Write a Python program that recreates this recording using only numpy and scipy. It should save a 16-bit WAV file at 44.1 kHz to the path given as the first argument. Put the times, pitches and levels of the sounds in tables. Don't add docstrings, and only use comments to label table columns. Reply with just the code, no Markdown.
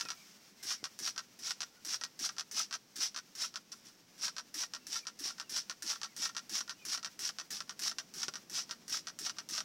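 import sys
import numpy as np
from scipy import signal
from scipy.io import wavfile

SR = 44100
rng = np.random.default_rng(int(sys.argv[2]) if len(sys.argv) > 2 else 0)


def waveform_to_disk(signal):
    frames = np.transpose(np.atleast_2d(signal))
    scaled = np.clip(frames, -1, 1) * 32767
    samples = np.round(scaled).astype(np.int16)
    wavfile.write(sys.argv[1], SR, samples)


N = 425124

# frequency in Hz, spectral density in dB.
AIR_SPECTRUM = [(25, -18.5), (70, -19.5), (130, -7), (215, 0), (330, -6.5), (520, -11), (1000, -13.5),
                (1400, -12.5), (2600, -12.5), (4000, -13), (5600, -7), (7200, -15.5), (10000, -23.5),
                (16000, -21.5)]
CRACK_SPECTRUM = [(200, -38.5), (1500, 0.5), (2100, -12), (2700, -6), (3900, -3.5), (5200, 2.5),
                  (6000, -2.5), (7000, -9.5), (16000, -44)]
RATTLE_SPECTRUM = [(300, -31), (1000, -16), (2300, -16.5), (4000, -13), (5200, -6.5), (5850, 2),
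                   (6600, -15.5), (16000, -38.5)]
MIST_SPECTRUM = [(150, -41), (500, -26), (1500, -14), (2100, -14.5), (4100, -8.5), (5100, -3), (5700, -2),
                 (6500, -8.5), (8000, -16), (11000, -23), (13000, -27), (16000, -31.5)]
SPIT_SPECTRUM = [(300, -28), (1100, -19), (1750, -8), (2300, -17), (4200, -11), (5650, 0), (6700, -9),
                 (11000, -16), (16000, -23)]
KNOCK_SPECTRUM = [(60, -22), (150, -2), (260, 0), (500, -5), (800, -17), (16000, -70)]
# time in seconds, rumble in dB, hiss in dB.
AIR_LEVELS = [(0, 3, 3), (.25, -2.5, 2), (.6, -1, -0.5), (1.3, 0, -1), (3, -1, -2.5), (7.5, 1, -1),
              (8, 3, -1.5), (9.6, 3, -1)]
# start and length in seconds, first and last pitch in Hz, level in dB.
WHISTLE_GLIDES = [(0.024, 0.072, 2640, 2460, -54), (0.14, 0.117, 2250, 2330, -60.5),
                  (0.582, 0.14, 2060, 2340, -62), (0.759, 0.084, 2350, 1950, -62),
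                  (1.697, 0.13, 1360, 1460, -68), (4.79, 0.11, 2750, 2620, -65),
                  (4.99, 0.068, 2430, 2360, -61), (5.438, 0.055, 2920, 2620, -60.5),
                  (6.07, 0.075, 2350, 1950, -62), (6.738, 0.094, 2690, 3120, -61),
                  (6.775, 0.093, 2560, 2370, -58)]
# typical delay in seconds, level in dB.
REFLECTIONS = [(.0024, -11.5), (0.0142, -14.5)]
# time in seconds, level in dB.
BOTTLE_KNOCKS = [(.052, -45), (0.83, -42), (5.256, -45.5), (8.283, -38)]
# frequency in Hz, level in dB, T60 in seconds.
HEAD_MODES = [(627, -12.5, 0.034), (734, -10.5, 0.022), (1029, -0.5, 0.016), (1151, -2.5, 0.026),
              (1320, -0.5, 0.027), (1373, 1, 0.043), (1526, 0.5, 0.023), (1670, -8.5, 0.025),
              (1864, -3, 0.041)]
# time in seconds, level in dB.
SPRING_SNAPS = [(.0103, -16.5), (.053, -28.5), (.7068, -17), (1.0761, -16), (1.5083, -15), (1.9438, -18),
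                (2.013, -24), (2.24, -29), (2.2918, -21.5), (2.5738, -28), (3.0065, -26), (3.4386, -25),
                (4.2338, -24.5), (4.2813, -21), (4.636, -21.5), (4.958, -22), (5.3021, -28),
                (5.5638, -19.5), (5.911, -26), (5.957, -33), (6.2555, -18.5), (6.2928, -28), (6.6071, -20),
                (6.9436, -20.5), (6.9763, -23.5), (7.2916, -18.5), (7.6054, -20.5), (7.8764, -25),
                (7.9147, -24), (8.2326, -17.5), (8.283, -18.5), (8.942, -26), (9.2644, -18.5),
                (9.2964, -20), (9.5799, -16.5), (9.605, -19.5)]
# time in seconds, clack in dB, unsticking tick in dB, first rebound loss in dB.
TRIGGER_RELEASES = [(0.1043, -18, -23, 7), (.8417, -17.5, -55, 5), (1.1793, -18, -28.5, 6),
                    (1.6062, -18.5, -59, -0.5), (2.0375, -17, -47, 10), (2.3836, -19, -33.5, -1),
                    (2.7276, -19.5, -26.5, -0.5), (3.1627, -20.5, -29, 0.5), (3.5586, -19.5, -31.5, 10),
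                    (4.3831, -20, -24, 6), (4.737, -22, -61, 1.5), (5.0696, -21.5, -39, 5.5),
                    (5.3995, -21, -32, 5.5), (5.6977, -18, -50, 7.5), (6.033, -18.5, -24, 4),
                    (6.367, -18.5, -31, 2.5), (6.6957, -20, -32, 5), (7.047, -18.5, -27, 4.5),
                    (7.3866, -21, -59, 1.5), (7.695, -21.5, -44, 7.5), (7.9854, -18, -61, 7.5),
                    (8.356, -23.5, -25.5, 7), (8.7111, -19.5, -29, 8), (9.071, -22, -53, 2.5),
                    (9.3855, -20.5, -37, 8)]
# start in seconds, rise to the hardest push in seconds, mist in dB, spit in dB.
SQUEEZES = [(0, 0.0019, -38, -48), (0.628, 0.078, -35, -39.5), (.99, 0.073, -35, -41),
            (1.391, 0.088, -36.5, -47.5), (1.849, 0.072, -35.5, -41.5), (2.192, 0.053, -35, -39),
            (2.513, .079, -32, -44), (2.958, 0.075, -32.5, -42), (3.352, 0.074, -34, -45),
            (3.718, 0.0033, -45, -54), (3.852, 0.021, -54, -57), (4.18, 0.069, -35, -54),
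            (4.542, 0.066, -35, -40), (4.868, 0.081, -36.5, -41.5), (5.19, 0.079, -36, -41.5),
            (5.495, .075, -34.5, -42), (5.823, 0.081, -34.5, -41), (6.165, .07, -33.5, -41.5),
            (6.495, .069, -33, -39), (6.852, .072, -34, -40.5), (7.192, 0.061, -34.5, -39.5),
            (7.505, .052, -40.5, -39.5), (7.793, 0.067, -32.5, -39.5), (8.139, 0.081, -38.5, -42),
            (8.497, 0.082, -34.5, -43), (8.88, 0.068, -34.5, -41), (9.189, 0.069, -39, -40.5),
            (9.489, 0.068, -35.5, -40.5)]


def amp(db):
    return 10 ** (np.asarray(db) / 20)


def unit(x):
    return x / np.sqrt(np.mean(x ** 2) + 1e-20)


def clock(length_s):
    return np.arange(int(length_s * SR)) / SR


def add(mix, start_s, sound):
    part = mix[max(round(start_s * SR), 0):][:len(sound)]
    part += sound[:len(part)]


def colour(x, spectrum, size=2048):
    hz, db = np.transpose(spectrum)
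    bin_hz = abs(np.fft.fftfreq(size, 1 / SR))
    log_gain = np.log(amp(np.interp(np.log(bin_hz + 1), np.log(hz), db)))
    taps = np.fft.ifft(np.exp(np.conj(signal.hilbert(log_gain)))).real[:size // 2]
    return signal.oaconvolve(x, taps / np.linalg.norm(taps))[:len(x)]


def wander(points_per_s):
    points = rng.standard_normal(N // 8)
    return unit(np.interp(np.arange(N) * points_per_s / SR, np.arange(len(points)), points))


def air(level_db=-61, split_hz=900, flicker_db=1.53):
    noise = amp(level_db) * colour(rng.standard_normal(N), AIR_SPECTRUM)
    rumble = signal.sosfiltfilt(signal.butter(2, split_hz, fs=SR, output="sos"), noise)
    times_s, rumble_db, hiss_db = np.transpose(AIR_LEVELS)
    t = np.arange(N) / SR
    hiss = (noise - rumble) * amp(np.interp(t, times_s, hiss_db) + flicker_db * wander(33))
    return rumble * amp(np.interp(t, times_s, rumble_db)) + hiss


def whistles(gain_db=-3.5, waver_db=4, pitch_jitter=0.0197):
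    out = np.zeros(N)
    waver = 1 + pitch_jitter * wander(270)
    for start_s, length_s, first_hz, last_hz, db in WHISTLE_GLIDES:
        size = int(length_s * SR)
        hz = np.linspace(first_hz, last_hz, size) * waver[int(start_s * SR):][:size]
        tone = np.sin(2 * np.pi * np.cumsum(hz) / SR)
        add(out, start_s, amp(db + gain_db) * signal.windows.tukey(size, .5) * tone)
    return out * amp(waver_db * wander(80))


def hull_echoes(x, scatter_db=-9, scatter_t60_s=.06, tail_db=-25, tail_t60_s=0.58, path_spread=.15):
    t, out, size = clock(0.24), x.copy(), SR // 2
    fades = amp(-60 * t / np.array([[scatter_t60_s], [tail_t60_s]])) * (t > .002)
    for at in range(-size // 2, N, size // 2):
        scatter, tail = rng.standard_normal((2, len(t))) * fades
        response = amp(scatter_db) * scatter / np.linalg.norm(scatter)
        response += amp(tail_db) * tail / np.linalg.norm(tail)
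        for delay_s, db in REFLECTIONS:
            add(response, delay_s * np.exp(path_spread * rng.standard_normal()), amp([db]))
        span = np.arange(max(at, 0), min(at + size, N))
        add(out, span[0] / SR, signal.fftconvolve(x[span] * np.hanning(size)[span - at], response))
    return out


def knocks(gain_db=19):
    impulses = np.zeros(N)
    for at_s, db in BOTTLE_KNOCKS:
        add(impulses, at_s, amp([db + gain_db]))
    return colour(impulses, KNOCK_SPECTRUM)


def gulps(gain_db=-11.5, delay_s=0.0019, length_s=0.0555, high_hz=380, low_hz=205, churn_per_s=260):
    hz = np.geomspace(high_hz, low_hz, int(length_s * SR))
    gulp = np.hanning(len(hz)) * np.sin(2 * np.pi * np.cumsum(hz) / SR)
    out = np.zeros(N)
    for start_s, _, _, spit_db in SQUEEZES:
        add(out, start_s + delay_s, amp(spit_db + gain_db) * gulp)
    return out * wander(churn_per_s)


def squeeze_slips(creaks=2, late_s=.008, spread_s=.014, gain_db=1.5, spread_db=3):
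    rows = list(SPRING_SNAPS)
    for start_s, rise_s, mist_db, _ in SQUEEZES:
        for timing, strength in rng.standard_normal((creaks, 2)):
            at_s = start_s + rise_s + late_s + spread_s * timing
            rows.append((at_s, mist_db + gain_db + spread_db * strength))
    return rows


def release_slips(clacks=3, unstick_s=0.017, rebound_s=.0128, settle_db=2):
    rows = []
    for at_s, clack_db, tick_db, loss_db in TRIGGER_RELEASES:
        rows.append((at_s - unstick_s, tick_db))
        for k in range(clacks):
            rows.append((at_s + k * rebound_s, clack_db - k * loss_db - k * (k - 1) * settle_db))
    return rows


def twang_db(hit_db, ceiling_db, knee_db=-27):
    return ceiling_db - 10 * np.log10(1 + amp(knee_db - hit_db) ** 2)


def trigger(crack_db=8, crack_s=.0007, bounce_db=-12, bounce_s=0.011,
            rattle_db=-16, rattle_t60_s=0.027, rattle_lag_s=.0015,
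            loaded_ring_db=-43.5, free_ring_db=-46.5, mode_lag_s=0.00156, detune=0.012, grip_power=1.48):
    t = clock(.1)
    cracks, rattles, rings = np.zeros((3, N))
    mode_hz, mode_db, t60_s = np.transpose(HEAD_MODES)[:, :, None]
    age_s = np.maximum(t - mode_lag_s * np.sqrt(mode_hz.mean() / mode_hz), 0)
    ring_fade = amp(mode_db - 60 * (age_s / t60_s) ** grip_power) * (1 - np.exp(-age_s / crack_s))
    rattle_fade = amp(-60 * (t / rattle_t60_s) ** grip_power)
    slips = [(at_s, db, loaded_ring_db) for at_s, db in squeeze_slips()]
    slips += [(at_s, db, free_ring_db) for at_s, db in release_slips()]
    for at_s, hit_db, ceiling_db in slips:
        sweep_hz = np.geomspace(SR / 2, SR / 50, int(crack_s * (1 + rng.random()) * SR))
        chirp = np.sin(2 * np.pi * (np.cumsum(sweep_hz) / SR + rng.random())) * np.sqrt(sweep_hz)
        crack = amp(hit_db + crack_db) * chirp / np.linalg.norm(chirp)
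        add(cracks, at_s - crack_s, crack)
        add(cracks, at_s + bounce_s * (.5 + rng.random()), amp(bounce_db) * crack)
        rattle = rattle_fade * rng.standard_normal(len(t))
        add(rattles, at_s + rattle_lag_s, amp(hit_db + rattle_db) * rattle)
        pitch, strength, phase = rng.standard_normal((3, len(HEAD_MODES), 1))
        tones = np.sin(2 * np.pi * mode_hz * (1 + detune * pitch) * age_s + np.pi * phase)
        ring = (amp(2 * strength) * ring_fade * tones).sum(0)
        add(rings, at_s, amp(twang_db(hit_db, ceiling_db)) * ring)
    return colour(cracks, CRACK_SPECTRUM) + colour(rattles, RATTLE_SPECTRUM) + rings


def nozzle(jet, cavity_hz=5600, width_hz=650, resonance_db=-3):
    b, a = signal.iirpeak(cavity_hz, cavity_hz / width_hz, fs=SR)
    return jet + amp(resonance_db) * signal.lfilter(b, a, jet)


def spray(mist_gain_db=-1.5, min_width_s=.017, width_per_rise=0.31, spit_s=0.044, pop_db=5,
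          pop_s=0.00033, drop_share=0.2, drops_per_s=2500, sputter_db=2, flutter_db=1.08):
    t = clock(0.9)
    swell, spit = np.zeros((2, N))
    spit_fade = np.exp(-t / spit_s) + amp(pop_db) * np.exp(-t / pop_s)
    for start_s, rise_s, mist_db, spit_db in SQUEEZES:
        width_s = min_width_s + width_per_rise * rise_s
        add(swell, start_s, amp(mist_db + mist_gain_db) * np.exp(-((t - rise_s) / width_s) ** 2))
        add(spit, start_s, amp(spit_db) * spit_fade)
    drops = unit(rng.standard_normal((2, N)) * (rng.random((2, N)) < drops_per_s / SR))
    jets = np.sqrt(1 - drop_share) * rng.standard_normal((2, N)) + np.sqrt(drop_share) * drops
    mist_jet, spit_jet = jets * amp(sputter_db * wander(500) + flutter_db * wander(90))
    return nozzle(colour(swell * mist_jet, MIST_SPECTRUM)) + colour(spit * spit_jet, SPIT_SPECTRUM)


def scene(sprayer_db=-3):
    sprayer = amp(sprayer_db) * hull_echoes(spray() + trigger() + gulps() + knocks())
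    return (sprayer + whistles() + air())[None]


def record(dry, cutoff_hz=15950):
    taps = signal.firwin(511, cutoff_hz, window=("kaiser", 9), fs=SR)
    return signal.oaconvolve(dry, taps[None], "same")


dry = scene()
out = record(dry)
waveform_to_disk(out)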